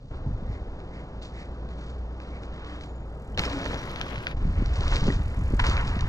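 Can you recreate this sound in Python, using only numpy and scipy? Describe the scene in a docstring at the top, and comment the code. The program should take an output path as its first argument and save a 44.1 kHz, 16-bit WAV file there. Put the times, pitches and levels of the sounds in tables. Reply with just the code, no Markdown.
"""Trees sigh over a far engine, and wind buffets the microphone. A distant mountain bike comes down a
packed woodland trail, its tyres scuffing, skidding and flicking stones. Near 2.9 s it jumps a hump with
its freewheel ticking, lands close by with a clink of chain and a clatter of frame, and crunches past.
At 4.3 s the sound switches abruptly to a second pass in stronger wind: the bike takes off with a hollow
thump, whirs through the air, lands front wheel first at 5.6 s and rolls on."""
import sys
import numpy as np
from scipy import signal
from scipy.fft import rfft, irfft
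from scipy.io import wavfile
from scipy.ndimage import uniform_filter1d, map_coordinates

SR = 44100
rng = np.random.default_rng(int(sys.argv[2]) if len(sys.argv) > 2 else 0)


def put_to_file(sound):
    """Save the sound as 16-bit audio at rate SR, in the file named by the first command-line argument."""
    columns = np.atleast_2d(sound).T  # one column per channel
    safe = np.clip(columns, -1, 1)
    whole_steps = np.round(safe * 32767)
    wavfile.write(sys.argv[1], SR, whole_steps.astype(np.int16))


N = 268304
T = np.arange(N) / SR
SECOND_PASS_S = 4.337
BITE_S, LIFT_S = 0.0054, 0.014  # how fast a wheel's noise starts and dies

# Tone colours of the noises, each with columns f/Hz, relative level/dB
TREE_SPECTRUM = [(15, 2), (35, 1), (90, -0.5), (170, -4), (260, -8), (500, -10), (1000, -18), (1500, -23),
                 (2100, -31), (3200, -33.5), (5000, -43.5), (7200, -52), (9500, -76), (16000, -96)]  # wind in the treetops
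RUMBLE_SPECTRUM = [(8, -17), (22, -2), (42, -2.5), (70, -5), (110, -11), (200, -41.5), (500, -47),
                   (2000, -86), (16000, -150)]  # slow, big swirls of air
FLUTTER_SPECTRUM = [(30, -17), (80, -3), (115, 3), (180, -6), (300, -14.5), (600, -47.5), (2000, -61),
                    (16000, -140)]  # quick, small swirls of air
SCUFF_SPECTRUM = [(400, -21.5), (1100, 8), (1650, 1.5), (2150, -0.5), (2650, -4), (3300, -2), (4500, -15),
                  (8000, -39), (16000, -80)]  # far tyres rubbing the trail
GRIT_SPECTRUM = [(600, -34.5), (2000, 1.5), (3200, 7), (4300, 4.5), (5500, -1.5), (7200, -5.5), (9000, -16),
                 (11000, -27.5), (15500, -43)]  # flying grit
TICK_SPECTRUM = [(1500, -26), (4500, 5), (6200, 5), (7700, 6.5), (9200, 2), (11000, -5), (12500, -5.5),
                 (13800, -18), (16000, -19)]  # the freewheel's catches
THRUM_SPECTRUM = [(60, -2.5), (160, -1.5), (280, -3), (550, -2), (850, -11), (2000, -35), (6000, -63)]  # tyres drumming on the ground
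CRUNCH_SPECTRUM = [(250, -22), (650, -2.5), (1000, 4.5), (1500, 1.5), (2200, -2), (3100, -6), (4500, -27),
                   (8000, -38), (16000, -56)]  # soil being crushed

# The far engine's loudness: t/s, level/dB
ENGINE_LEVELS = [(0, -55), (.7, -43), (1.5, -36), (2.1, -34.5), (2.4, -39.5), (3.3, -34), (4.3, -45)]
# Steady air on the microphone: start/s, end/s, rumble/dB, flutter/dB
STEADY_BREEZES = [(0, 0.098, -44.5, -52), (0.104, 0.734, -36.5, -55), (3.375, 4.245, -40, -42.5),
                  (4.342, 5.262, -25.5, -37.5), (5.369, 6.1, -26.5, -36)]
# Gusts on top of it: middle/s, half length/s, rumble/dB, flutter/dB
WIND_GUSTS = [(0.273, 0.035, -36, -35.5), (0.344, 0.017, -25, -38), (0.49, 0.055, -28, -52),
              (3.383, 0.034, -32.5, -31.5), (4.478, 0.034, -24, -27.5), (4.614, 0.05, -26, -36),
              (4.913, 0.053, -21.5, -52), (5.07, 0.029, -23, -26), (5.385, 0.047, -28, -28.5),
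              (5.538, 0.049, -23, -36.5), (5.662, 0.12, -24, -47), (6.056, 0.015, -24, -30)]
# Far tyres throwing grit: start/s, length/s, grit/dB, scuff/dB
GRIT_SPRAYS = [(0.099, 0.072, -67.5, -56), (0.2, 0.42, -89, -70), (0.77, 0.026, -75, -63),
               (1.21, 0.028, -48, -59.5), (1.682, 0.039, -60, -57), (1.761, 0.14, -58.5, -56),
               (2.19, 0.099, -61, -55.5), (2.412, 0.022, -56, -67), (2.51, 0.085, -61.5, -52.5),
               (2.646, 0.11, -56.5, -55), (2.795, 0.041, -54.5, -65)]
# Single swirls of air hitting the microphone: t/s, level/dB, f/Hz
AIR_SWIRLS = [(0.263, -21, 109), (0.272, -22.5, 137), (0.299, -33, 150.3), (0.309, -21, 115.3),
              (0.425, -26, 170), (0.498, -25, 128), (3.4, -24.5, 74.5), (4.451, -21.5, 172),
              (4.588, -21.5, 149.7), (4.622, -15, 186), (4.793, -15.5, 79), (5.027, -14, 128),
              (5.039, -21, 160), (5.0819, -12.5, 177), (5.086, -15, 170), (5.164, -14.5, 74),
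              (5.384, -23, 149.6), (5.507, -22, 230), (5.536, -17, 210), (5.537, -27, 433),
              (5.689, -18.5, 200.5), (5.864, -22.5, 140), (5.966, -16.5, 166), (6.045, -22.5, 127.4)]
# Skids in the far bends: middle/s, half length/s, rasp/dB, f/Hz, grit/dB
FAR_SKIDS = [(0.536, 0.068, -55, 1990, -61.5), (0.97, 0.055, -53.5, 2020, -61),
             (1.396, 0.054, -50.5, 2000, -54), (2.35, 0.042, -53, 2180, -61.5)]
# Larger stones flicked by the tyres: t/s, level before filtering/dB, f/Hz, decay/s
BIG_STONES = [(0.8016, -47.5, 2000, 0.002), (1.2228, -44, 4000, 0.00185), (1.6885, -49.5, 2400, 0.0032),
              (1.8838, -53, 5000, .002), (2.2009, -43, 1765, 0.00224), (2.4348, -46, 2110, 0.0018),
              (2.646, -45, 2600, .002), (2.809, -42, 3020, 0.0024), (2.835, -45.5, 2800, 0.0051),
              (3.3752, -38, 2400, 0.0011), (3.383, -27, 4230, 0.0032), (3.3925, -18, 2980, 0.0024),
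              (3.4366, -39, 3200, .001), (3.4521, -33, 3300, .001), (3.4962, -37, 4000, 0.0022),
              (3.5319, -35, 1510, 0.0029), (3.5696, -41, 3500, .0015), (3.6148, -39, 1440, 0.00143),
              (3.6545, -30.5, 4500, 0.00103), (3.6596, -28.5, 1840, 0.002), (3.7305, -36, 1500, 0.0017),
              (3.7425, -31, 2470, 0.00194), (3.9589, -30.5, 2425, 0.0014), (4.0128, -22.5, 3000, 0.0013),
              (4.0852, -52, 2990, 0.00152), (4.1572, -32.5, 1700, 0.0051), (4.1794, -37, 1700, 0.0017),
              (4.2682, -22.5, 1700, 0.0028), (4.2764, -35.5, 2426, 0.0045), (4.3127, -39.5, 2000, 0.0019),
              (4.6587, -36.5, 4500, 0.0017), (4.7561, -38, 3600, 0.002), (4.768, -45, 1590, 0.0033),
              (4.8075, -32, 4200, .001), (4.8328, -34.5, 4200, .001), (4.8597, -45, 4500, .001),
              (4.8792, -27, 4550, 0.001), (4.9051, -41, 4500, .001), (4.9578, -25, 4400, 0.0014),
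              (4.9646, -29.5, 2200, 0.0032), (5.0074, -33.5, 4200, .002), (5.0398, -33.5, 4500, 0.0037),
              (5.0675, -32, 4500, 0.0024), (5.1305, -41, 1300, .003), (5.666, -23.5, 5500, 0.0022),
              (5.6969, -26, 5500, 0.0021), (5.7678, -28, 2200, 0.0023), (5.8715, -34, 6500, 0.0018),
              (5.8769, -33.5, 3010, 0.00186), (5.8905, -38, 5000, .003), (5.9546, -40, 2580, .002),
              (5.9905, -35, 2000, 0.0036), (6.0077, -29.5, 3800, 0.0025)]
# Hum of the tyre knobs, falling in pitch as the bike passes: t/s, f/Hz, level/dB
KNOB_HUM = [(2.55, 305, -70), (2.72, 305, -42), (2.92, 305, -58), (3.37, 300, -68), (3.45, 284.6, -43),
            (3.56, 281.5, -35), (3.62, 274.4, -41), (3.77, 271, -42.5), (3.9, 264, -55), (4.3, 255, -59)]
# Rolling without pedalling: start/s, end/s, loudest/s, passing time/s, tooth rate/Hz, level/dB
COASTING = [(2.658, 3.05, 2.83, 0.11, 40, -77.5), (3.05, 3.37, 3.3, 0.1, 41, -71),
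            (3.381, 3.45, 3.41, .03, 49, -54.5), (3.448, 3.93, 3.95, 0.3, 52, -63),
            (3.93, 4.319, 4.1, .5, 46, -66), (4.412, 5.154, 4.5, 0.22, 48, -74.5),
            (5.168, 5.75, 5.507, 0.36, 45, -64), (5.746, 6.1, 5.9, .3, 47.5, -68.5)]
# The brake disc's note during the first jump: t/s, f/Hz, level/dB
DISC_NOTE = [(2.84, 6880, -130), (2.89, 6870, -72.5), (3.0, 6790, -75), (3.06, 6830, -80.5),
             (3.2, 6960, -130)]
# The chain hitting metal: t/s, level before filtering/dB, f/Hz, decay/s
CHAIN_HITS = [(3.345, -38, 3080, .005), (3.383, -32, 11000, .0015), (3.418, -30, 11530, 0.00155),
              (3.4526, -22, 5300, 0.0029), (3.630, -45, 5700, 0.0084), (3.774, -45.5, 5760, 0.0069),
              (3.788, -40, 5690, .006), (5.102, -22.5, 1910, 0.00519), (5.597, -13, 1950, 0.0029)]
# Close tyres on the ground: start/s, end/s, loudest/s, passing time/s, thrum/dB, crunch/dB, grit/dB
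NEAR_ROLLS = [(3.372, 4.325, 3.52, 0.32, -38, -38.5, -45), (4.362, 5.14, 4.93, 0.12, -40, -38.5, -44.5),
              (5.639, 6.1, 5.604, 0.12, -37.5, -32, -42.5)]
# Tyres pressing hard and bursting the soil: start/s, length/s, thrum/dB, crunch/dB, grit/dB
SOIL_BURSTS = [(3.372, 0.089, -40, -44, -45.5), (3.916, 0.36, -58, -70, -57), (4.754, 0.06, -61, -65, -51),
               (4.907, 0.059, -36.5, -40, -39), (5.035, 0.11, -47, -58, -45.5),
               (5.588, 0.016, -50, -33.5, -42.5), (5.64, 0.02, -53, -37, -49),
               (5.664, 0.066, -53, -36, -43), (5.869, 0.019, -57, -53, -49)]
# Wheels jolting the frame: t/s, level before filtering/dB, decay/s, thud relative to rattle/dB
WHEEL_HITS = [(3.3755, -21, 0.0011, -5.5), (3.381, -33, 0.003, -1), (3.3905, -23, 0.00096, -11),
              (3.394, -29, 0.00276, 1), (3.4365, -23, 0.00076, -6), (4.922, -28, 0.0042, -2),
              (5.0795, -35, 0.0023, 5), (5.103, -34, 0.0019, -1), (5.594, -20.5, 0.0044, -7),
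              (5.599, -19, 0.0025, -10), (5.639, -22.5, 0.0028, -9), (5.777, -25.5, 0.0028, -6)]
# The notes at which frame, chain and rims ring: f/Hz, width/Hz, relative level/dB
FRAME_NOTES = [(955, 160, 30.5), (1500, 390, 25), (1950, 130, 17), (2260, 430, 20.5), (3080, 390, -19),
               (4300, 520, -30), (6500, 1500, -30)]
# The bike's direction: t/s, left side's lead/ms, left over right/dB,
# how far round to the side and back of the microphone/0-1 (0 is in front)
DIRECTION = [(0, .164, 0, 0), (2.5, .164, 0, 0), (2.9, .163, .2, .1), (3.3, .163, .3, .12),
             (3.4, .163, .5, .5), (3.8, .172, 1, .7), (4.0, .182, .7, 1), (4.25, .198, .4, 1),
             (4.33, .198, .4, 1), (4.34, .167, 0, 0), (6.08, .167, 0, 0)]
# Scattered sound that differs between left and right: f/Hz, relative level/dB
SCATTER_SPECTRUM = [(40, -45), (300, -28), (1000, -21), (2200, -17), (4500, -16), (7500, -13), (11000, -9),
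                    (16000, -5)]


def amp(db):
    """Turns decibels into a gain to multiply by."""
    return 10 ** (np.asarray(db) / 20)


def evened(x):
    """Scales a sound to an average strength (rms) of 1."""
    return x / np.sqrt(np.mean(x ** 2) + 1e-20)


def peaked(x):
    """Scales a hit so that its loudest millisecond has strength 1."""
    return x / np.sqrt(uniform_filter1d(x ** 2, size=44).max())


def curves(rows):
    """Joins a table's rows with straight lines, giving each column at every sample."""
    times, *columns = np.transpose(rows)
    return [np.interp(T, times, column) for column in columns]


def colour(x, spectrum):
    """Turns each frequency up or down, following (f/Hz, level/dB) points."""
    hz, db = np.transpose(spectrum)
    gain_db = np.interp(np.log(np.fft.rfftfreq(N, 1 / SR) + 1), np.log(hz), db)
    return irfft(rfft(x) * amp(gain_db), N)


def noise(spectrum):
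    """Steady noise of strength 1 with the given tone colour."""
    return evened(colour(rng.standard_normal(N), spectrum))


def wander(hz):
    """A random wobble of strength 1, up to about the given rate."""
    rolloff = 1 + (np.fft.rfftfreq(N, 1 / SR) / hz) ** 4
    return evened(irfft(rfft(rng.standard_normal(N)) / rolloff, N))


def ring(x, hz, width):
    """Makes a sound ring around one pitch; a smaller width rings longer."""
    return signal.lfilter(*signal.iirpeak(min(hz, SR / 3), max(hz / width, .5), SR), x)


def noise_band(hz, width):
    """Noise of strength 1 gathered around one pitch."""
    return evened(ring(ring(rng.standard_normal(N), hz, width), hz, width))


def add(mix, s, sound):
    """Mixes a sound in, starting at second s."""
    part = mix[max(round(s * SR), 0):][:len(sound)]
    part += sound[:len(part)]


def held(start, end, rise_s, fall_s):
    """A gain that rises, holds until the end, then dies away."""
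    return np.clip((T - start) / rise_s, 0, 1) * np.exp(-np.maximum(T - end, 0) / fall_s)


def swelling(middle_s, half_s):
    """A smooth rise and fall."""
    return np.exp(-((T - middle_s) / half_s) ** 2)


def nearness(closest_s, passing_s):
    """Closest distance over present distance, for a steady ride along a straight line."""
    return 1 / np.hypot(1, (T - closest_s) / passing_s)


def together(gains):
    """Combines the gains of unrelated sounds: their squares add up."""
    return np.sqrt(sum(np.square(gain) for gain in gains))


def grains(spectrum, per_band_per_s, spread_db, clump_db):
    """Countless tiny cracks in twelve pitch bands, coming in clumps as the tyre knobs bite."""
    out = np.zeros(N)
    for hz in np.geomspace(500, 13000, 12):
        at = np.flatnonzero(rng.random(N) < per_band_per_s / SR)
        chance, sign = rng.random((2, N))[:, at]
        force = np.minimum(-np.log(chance), 4)  # many weak, few strong
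        clicks = np.zeros(N)
        clicks[at] = np.sign(sign - .5) * amp(spread_db * force)
        out += ring(clicks, hz, hz / 2)
    return evened(colour(out, spectrum) * amp(clump_db * wander(hz=68)))


def trees(opening_s=0.109):
    """Wind sighs in the treetops; the level steps up after the first tenth of a second."""
    steps_db = np.select([T < opening_s, T < SECOND_PASS_S], [-52, -39.5], -40.5)
    level_db = uniform_filter1d(steps_db, size=220) + 0.37 * wander(hz=2.4)
    return amp(level_db) * noise(TREE_SPECTRUM)


def far_engine(hz=58.5, drift_hz=2.506):
    """A far engine drones on one low note that drifts in pitch and loudness."""
    cycles = np.cumsum(hz + drift_hz * wander(hz=5.7)) / SR
    level_db = curves(ENGINE_LEVELS)[0] + 3.2 * wander(hz=6.3)
    return amp(level_db) * np.sin(2 * np.pi * cycles)


def wind():
    """Breeze and gusts push unevenly on the microphone: a low rumble with bursts of flutter."""
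    breezes = [amp(db)[:, None] * held(start, end, rise_s=0.0057, fall_s=0.097)
               for start, end, *db in STEADY_BREEZES]
    gusts = [amp(db)[:, None] * swelling(s, half) for s, half, *db in WIND_GUSTS]
    rumble_gain, flutter_gain = together(breezes + gusts)
    rumble = noise(RUMBLE_SPECTRUM)
    rumble /= np.sqrt(uniform_filter1d(rumble ** 2, size=4400) + 0.044)  # evens out chance swells
    flutter = evened(noise(FLUTTER_SPECTRUM) * amp(3.4 * wander(hz=22.6)))
    return rumble_gain * rumble + flutter_gain * flutter


def tyres_far(takeoff_s=2.86, rise_s=0.023, settle_s=0.0377, leaves_db=-68.5):
    """Far tyres grow louder towards the hump, stir dry leaves and throw grit where they press hard."""
    rolling = held(0.12, takeoff_s, rise_s, settle_s) * nearness(2.71, passing_s=0.062) ** 0.93
    scuff_gains = [amp(-47) * rolling]
    grit_gains = [amp(-68) * rolling, amp(leaves_db) * (T < takeoff_s)]
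    for s, length, grit_db, scuff_db in GRIT_SPRAYS:
        load = held(s, s + length, rise_s, settle_s)
        scuff_gains.append(amp(scuff_db) * load)
        grit_gains.append(amp(grit_db) * load)
    grit_gains += [amp(grit_db) * swelling(s, half) for s, half, _, _, grit_db in FAR_SKIDS]
    scuff = grains(SCUFF_SPECTRUM, per_band_per_s=900, spread_db=0, clump_db=1)
    grit = grains(GRIT_SPECTRUM, per_band_per_s=760, spread_db=3, clump_db=1.77)
    return together(scuff_gains) * scuff + together(grit_gains) * grit


def swirls():
    """A swirl of air crossing the microphone makes one quick swing of pressure."""
    out, t = np.zeros(N), T[:SR // 12]
    for s, db, hz in AIR_SWIRLS:
        cycles = t * hz
        swing = np.sin(2 * np.pi * cycles) * cycles * np.exp(-4 * cycles)
        add(out, s, amp(db) * peaked(swing))
    return out


def skids(width_hz=650):
    """A sliding tyre rasps in one narrow band of pitch."""
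    return sum(amp(db) * noise_band(hz, width_hz) * swelling(s, half)
               for s, half, db, hz, _ in FAR_SKIDS)


def stones(grit_gain, pebbles_per_s=70, grind_db=-19, skitter_db=-39):
    """Stones snap out from under the tyre, grind and skitter; random pebbles follow the grit's level."""
    out, t = np.zeros(N), T[:SR // 12]
    starts = np.flatnonzero(rng.random(N) < pebbles_per_s / SR)
    chances = np.clip(rng.standard_normal((N, 2)), -2, 2)
    pebbles = []
    for at, (force, pitch) in zip(starts, chances):
        db = 20 * np.log10(grit_gain[at] + 1e-9) + 3 * force
        pebbles.append((at / SR, db, 4000 * 2 ** (.45 * pitch), 0.0012))
    for s, db, hz, decay in list(BIG_STONES) + pebbles:
        grind = amp(grind_db) * np.exp(-(t / decay) ** 2)
        skitter = amp(skitter_db) * np.exp(-t / 0.03)
        snap = (t == 0) + (grind + skitter) * rng.standard_normal(len(t))
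        snap = np.roll(snap, 44)  # starts 1 ms in
        add(out, s, amp(db) * peaked(ring(snap, hz, hz * .9)))
    return colour(out, [(300, -3), (1300, 4), (2600, 5.5), (4800, 0.5), (7000, -7.5),
                        (10000, -21.5), (16000, -40)])


def knob_hum(waver=0.0351, throb_db=3):
    """The tyre's knobs strike the ground one after another, making a low, wavering hum."""
    hz, db = curves(KNOB_HUM)
    cycles = np.cumsum(hz * (1 + waver * wander(hz=30.2))) / SR
    return amp(db + throb_db * wander(hz=25)) * np.sin(2 * np.pi * cycles)


def freewheel(decay_s=0.0018, jitter=.07, uneven_db=2.5, scrape=.17):
    """Three small catches in the hub tick in turn over each tooth, and scrape between teeth."""
    tooth_hz, gains = np.zeros(N), []
    for start, end, loudest, passing, rate, db in COASTING:
        tooth_hz[T >= start] = rate
        gains.append(amp(db) * held(start, end, BITE_S, LIFT_S) * nearness(loudest, passing))
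    teeth = np.cumsum(tooth_hz * (1 + jitter * wander(hz=26))) / SR
    drops = np.zeros(N)
    for lag_teeth, db in [(0, 0), (.13, -3), (.36, -8)]:
        passed = np.floor(teeth - lag_teeth)
        drops += np.diff(passed, prepend=passed[0]) * amp(db + uneven_db * wander(hz=58))
    ticks = signal.lfilter([1], [1, -np.exp(-1 / (decay_s * SR))], drops)  # each drop dies away
    ticking = np.hypot(ticks, scrape) * rng.standard_normal(N)
    return together(gains) * evened(colour(ticking, TICK_SPECTRUM))


def brake_disc(width_hz=35):
    """A brake disc sings a faint, unsteady note while the wheels are in the air."""
    hz, db = curves(DISC_NOTE)
    angle = 2 * np.pi * np.cumsum(hz) / SR
    return amp(db) * (wander(width_hz) * np.cos(angle) + wander(width_hz) * np.sin(angle))


def chain_clinks(overtone=2.5, overtone_db=-20, rise_s=0.00083):
    """A chain link strikes metal and rings briefly at two pitches."""
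    out, t = np.zeros(N), T[:SR // 12]
    for s, db, hz, decay in CHAIN_HITS:
        tones = np.sin(2 * np.pi * hz * t) + amp(overtone_db) * np.sin(2 * np.pi * hz * overtone * t)
        shape = np.exp(-t / decay) * (1 - np.exp(-t / rise_s))
        add(out, s, amp(db) * tones * shape)
    return colour(out, [(5800, -2), (9000, -32)])


def near_tyre_gains(takeoff_s=5.12, landing_s=5.635):
    """Gains of thrum, crunch and grit as the tyres roll by, dig in, and whir through the second jump."""
    falloff = np.array([1.0, 0.87, 1.2])[:, None]  # grit fades fastest with distance
    rolls = [amp(db)[:, None] * held(start, end, BITE_S, LIFT_S) * nearness(loudest, passing) ** falloff
             for start, end, loudest, passing, *db in NEAR_ROLLS]
    bursts = [amp(db)[:, None] * held(s, s + length, BITE_S, fall_s=0.029)
              for s, length, *db in SOIL_BURSTS]
    flight = amp([-49.5, -47.5, -61])[:, None] * held(takeoff_s, landing_s, BITE_S, LIFT_S)
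    return together(rolls + bursts + [flight])


def tyres_near(thrum_gain, crunch_gain, grit_gain):
    """Close tyres drum on packed soil while their knobs crush it and spray grit."""
    thrum = noise(THRUM_SPECTRUM) * amp(2.5 * wander(hz=40))
    crunch = grains(CRUNCH_SPECTRUM, per_band_per_s=700, spread_db=2, clump_db=2)
    grit = grains(GRIT_SPECTRUM, per_band_per_s=650, spread_db=2, clump_db=2)
    return thrum_gain * thrum + crunch_gain * crunch + grit_gain * grit


def jolts(thud_hz=75, thud_s=0.031):
    """Each hit rattles the frame and pushes a low thud out of the tyre; rubber softens the blow."""
    out, t = np.zeros(N), T[:SR // 8]
    thud = np.sin(2 * np.pi * thud_hz * t) * np.exp(-t / thud_s)
    for s, db, decay, thud_db in WHEEL_HITS:
        shake = rng.standard_normal(len(t)) * (t / decay) * np.exp(-2 * t / decay)
        rattle = peaked(sum(amp(level) * ring(shake, hz, width) for hz, width, level in FRAME_NOTES))
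        add(out, s, amp(db) * (rattle + amp(thud_db) * thud))
    return colour(out, [(100, -16.5), (2500, 4.5), (6500, -14.5), (9000, -16), (16000, -37)])


def takeoff_thump(ring_hz=277, overtone=1.4, ring_s=0.019):
    """The tyres press into the jump's edge with a hollow boom, then ring on at two pitches."""
    out = amp(-28) * swelling(middle_s=5.086, half_s=0.018) * noise_band(hz=373, width=340)
    t = T[:SR // 8]
    tones = np.sin(2 * np.pi * ring_hz * t) + amp(-4) * np.sin(2 * np.pi * ring_hz * overtone * t)
    add(out, 5.095, amp(-24.5) * peaked(tones * t * np.exp(-2 * t / ring_s)))
    return out


def shade(x):
    """As the bike moves round to its side and back, the microphone's housing hollows out the treble."""
    off_front = curves(DIRECTION)[2]
    hollowed = colour(x, [(1500, 0), (2600, 0), (4200, -1), (6000, -2), (9000, -7), (13000, 4)])
    return (1 - off_front) * x + off_front * hollowed


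def trunk_echo(x, fade_s=0.6, echoes_per_s=1500):
    """Sound bounces off the tree trunks in many small echoes that die quickly."""
    t = T[:SR]
    echoes = rng.standard_normal(SR) * (rng.random(SR) < echoes_per_s / SR)
    echoes *= (t > .006) * amp(-60 * t / fade_s)
    return signal.fftconvolve(x, echoes / np.linalg.norm(echoes))[:N]


def widen(x):
    """Sound scattered by the ground differs left and right, more so from the side and back."""
    lead_ms, _, off_front = curves(DIRECTION)
    scatter = colour(x, SCATTER_SPECTRUM) * wander(hz=200)
    round_trip = round(2 * lead_ms[-1] * SR / 1000)
    # from the front, the difference cancels where whole half waves fit the left-right gap
    side = scatter - (1 - off_front) * np.roll(scatter, round_trip)
    side *= amp(-4 + 12 * off_front)
    return np.array([x + side, x - side])


def scene(echo_db=-12.5):
    """Mixes the bike far and near, its echo, the woods and the wind into left and right."""
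    thrum_gain, crunch_gain, grit_gain = near_tyre_gains()
    far = tyres_far() + skids() + brake_disc()
    tyres = tyres_near(thrum_gain, crunch_gain, grit_gain)
    near = shade(tyres + takeoff_thump() + jolts() + stones(grit_gain) + freewheel())
    near += chain_clinks() + knob_hum()
    first_pass = T < SECOND_PASS_S
    echo = first_pass * trunk_echo(far + near * first_pass)  # stops dead at the switch
    echo += trunk_echo(near * ~first_pass)
    woods = far_engine() + trees()
    return widen(far + near + amp(echo_db) * echo + woods) + wind() + swirls()


def record(dry, top_hz=15750):
    """The microphone's right side hears a little later, at times more softly; the top treble is lost."""
    lead_ms, balance_db, _ = curves(DIRECTION)
    right = map_coordinates(dry[1], [np.arange(N) - lead_ms * SR / 1000], order=5, mode="nearest")
    pair = np.array([dry[0] * amp(balance_db / 2), right * amp(-balance_db / 2)])
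    padded = np.pad(pair, ((0, 0), (255, 255)), "reflect")
    lowpass = signal.firwin(511, top_hz, window=("kaiser", 9), fs=SR)
    return signal.oaconvolve(padded, lowpass[None], "valid")


dry = scene()
out = record(dry)
put_to_file(out)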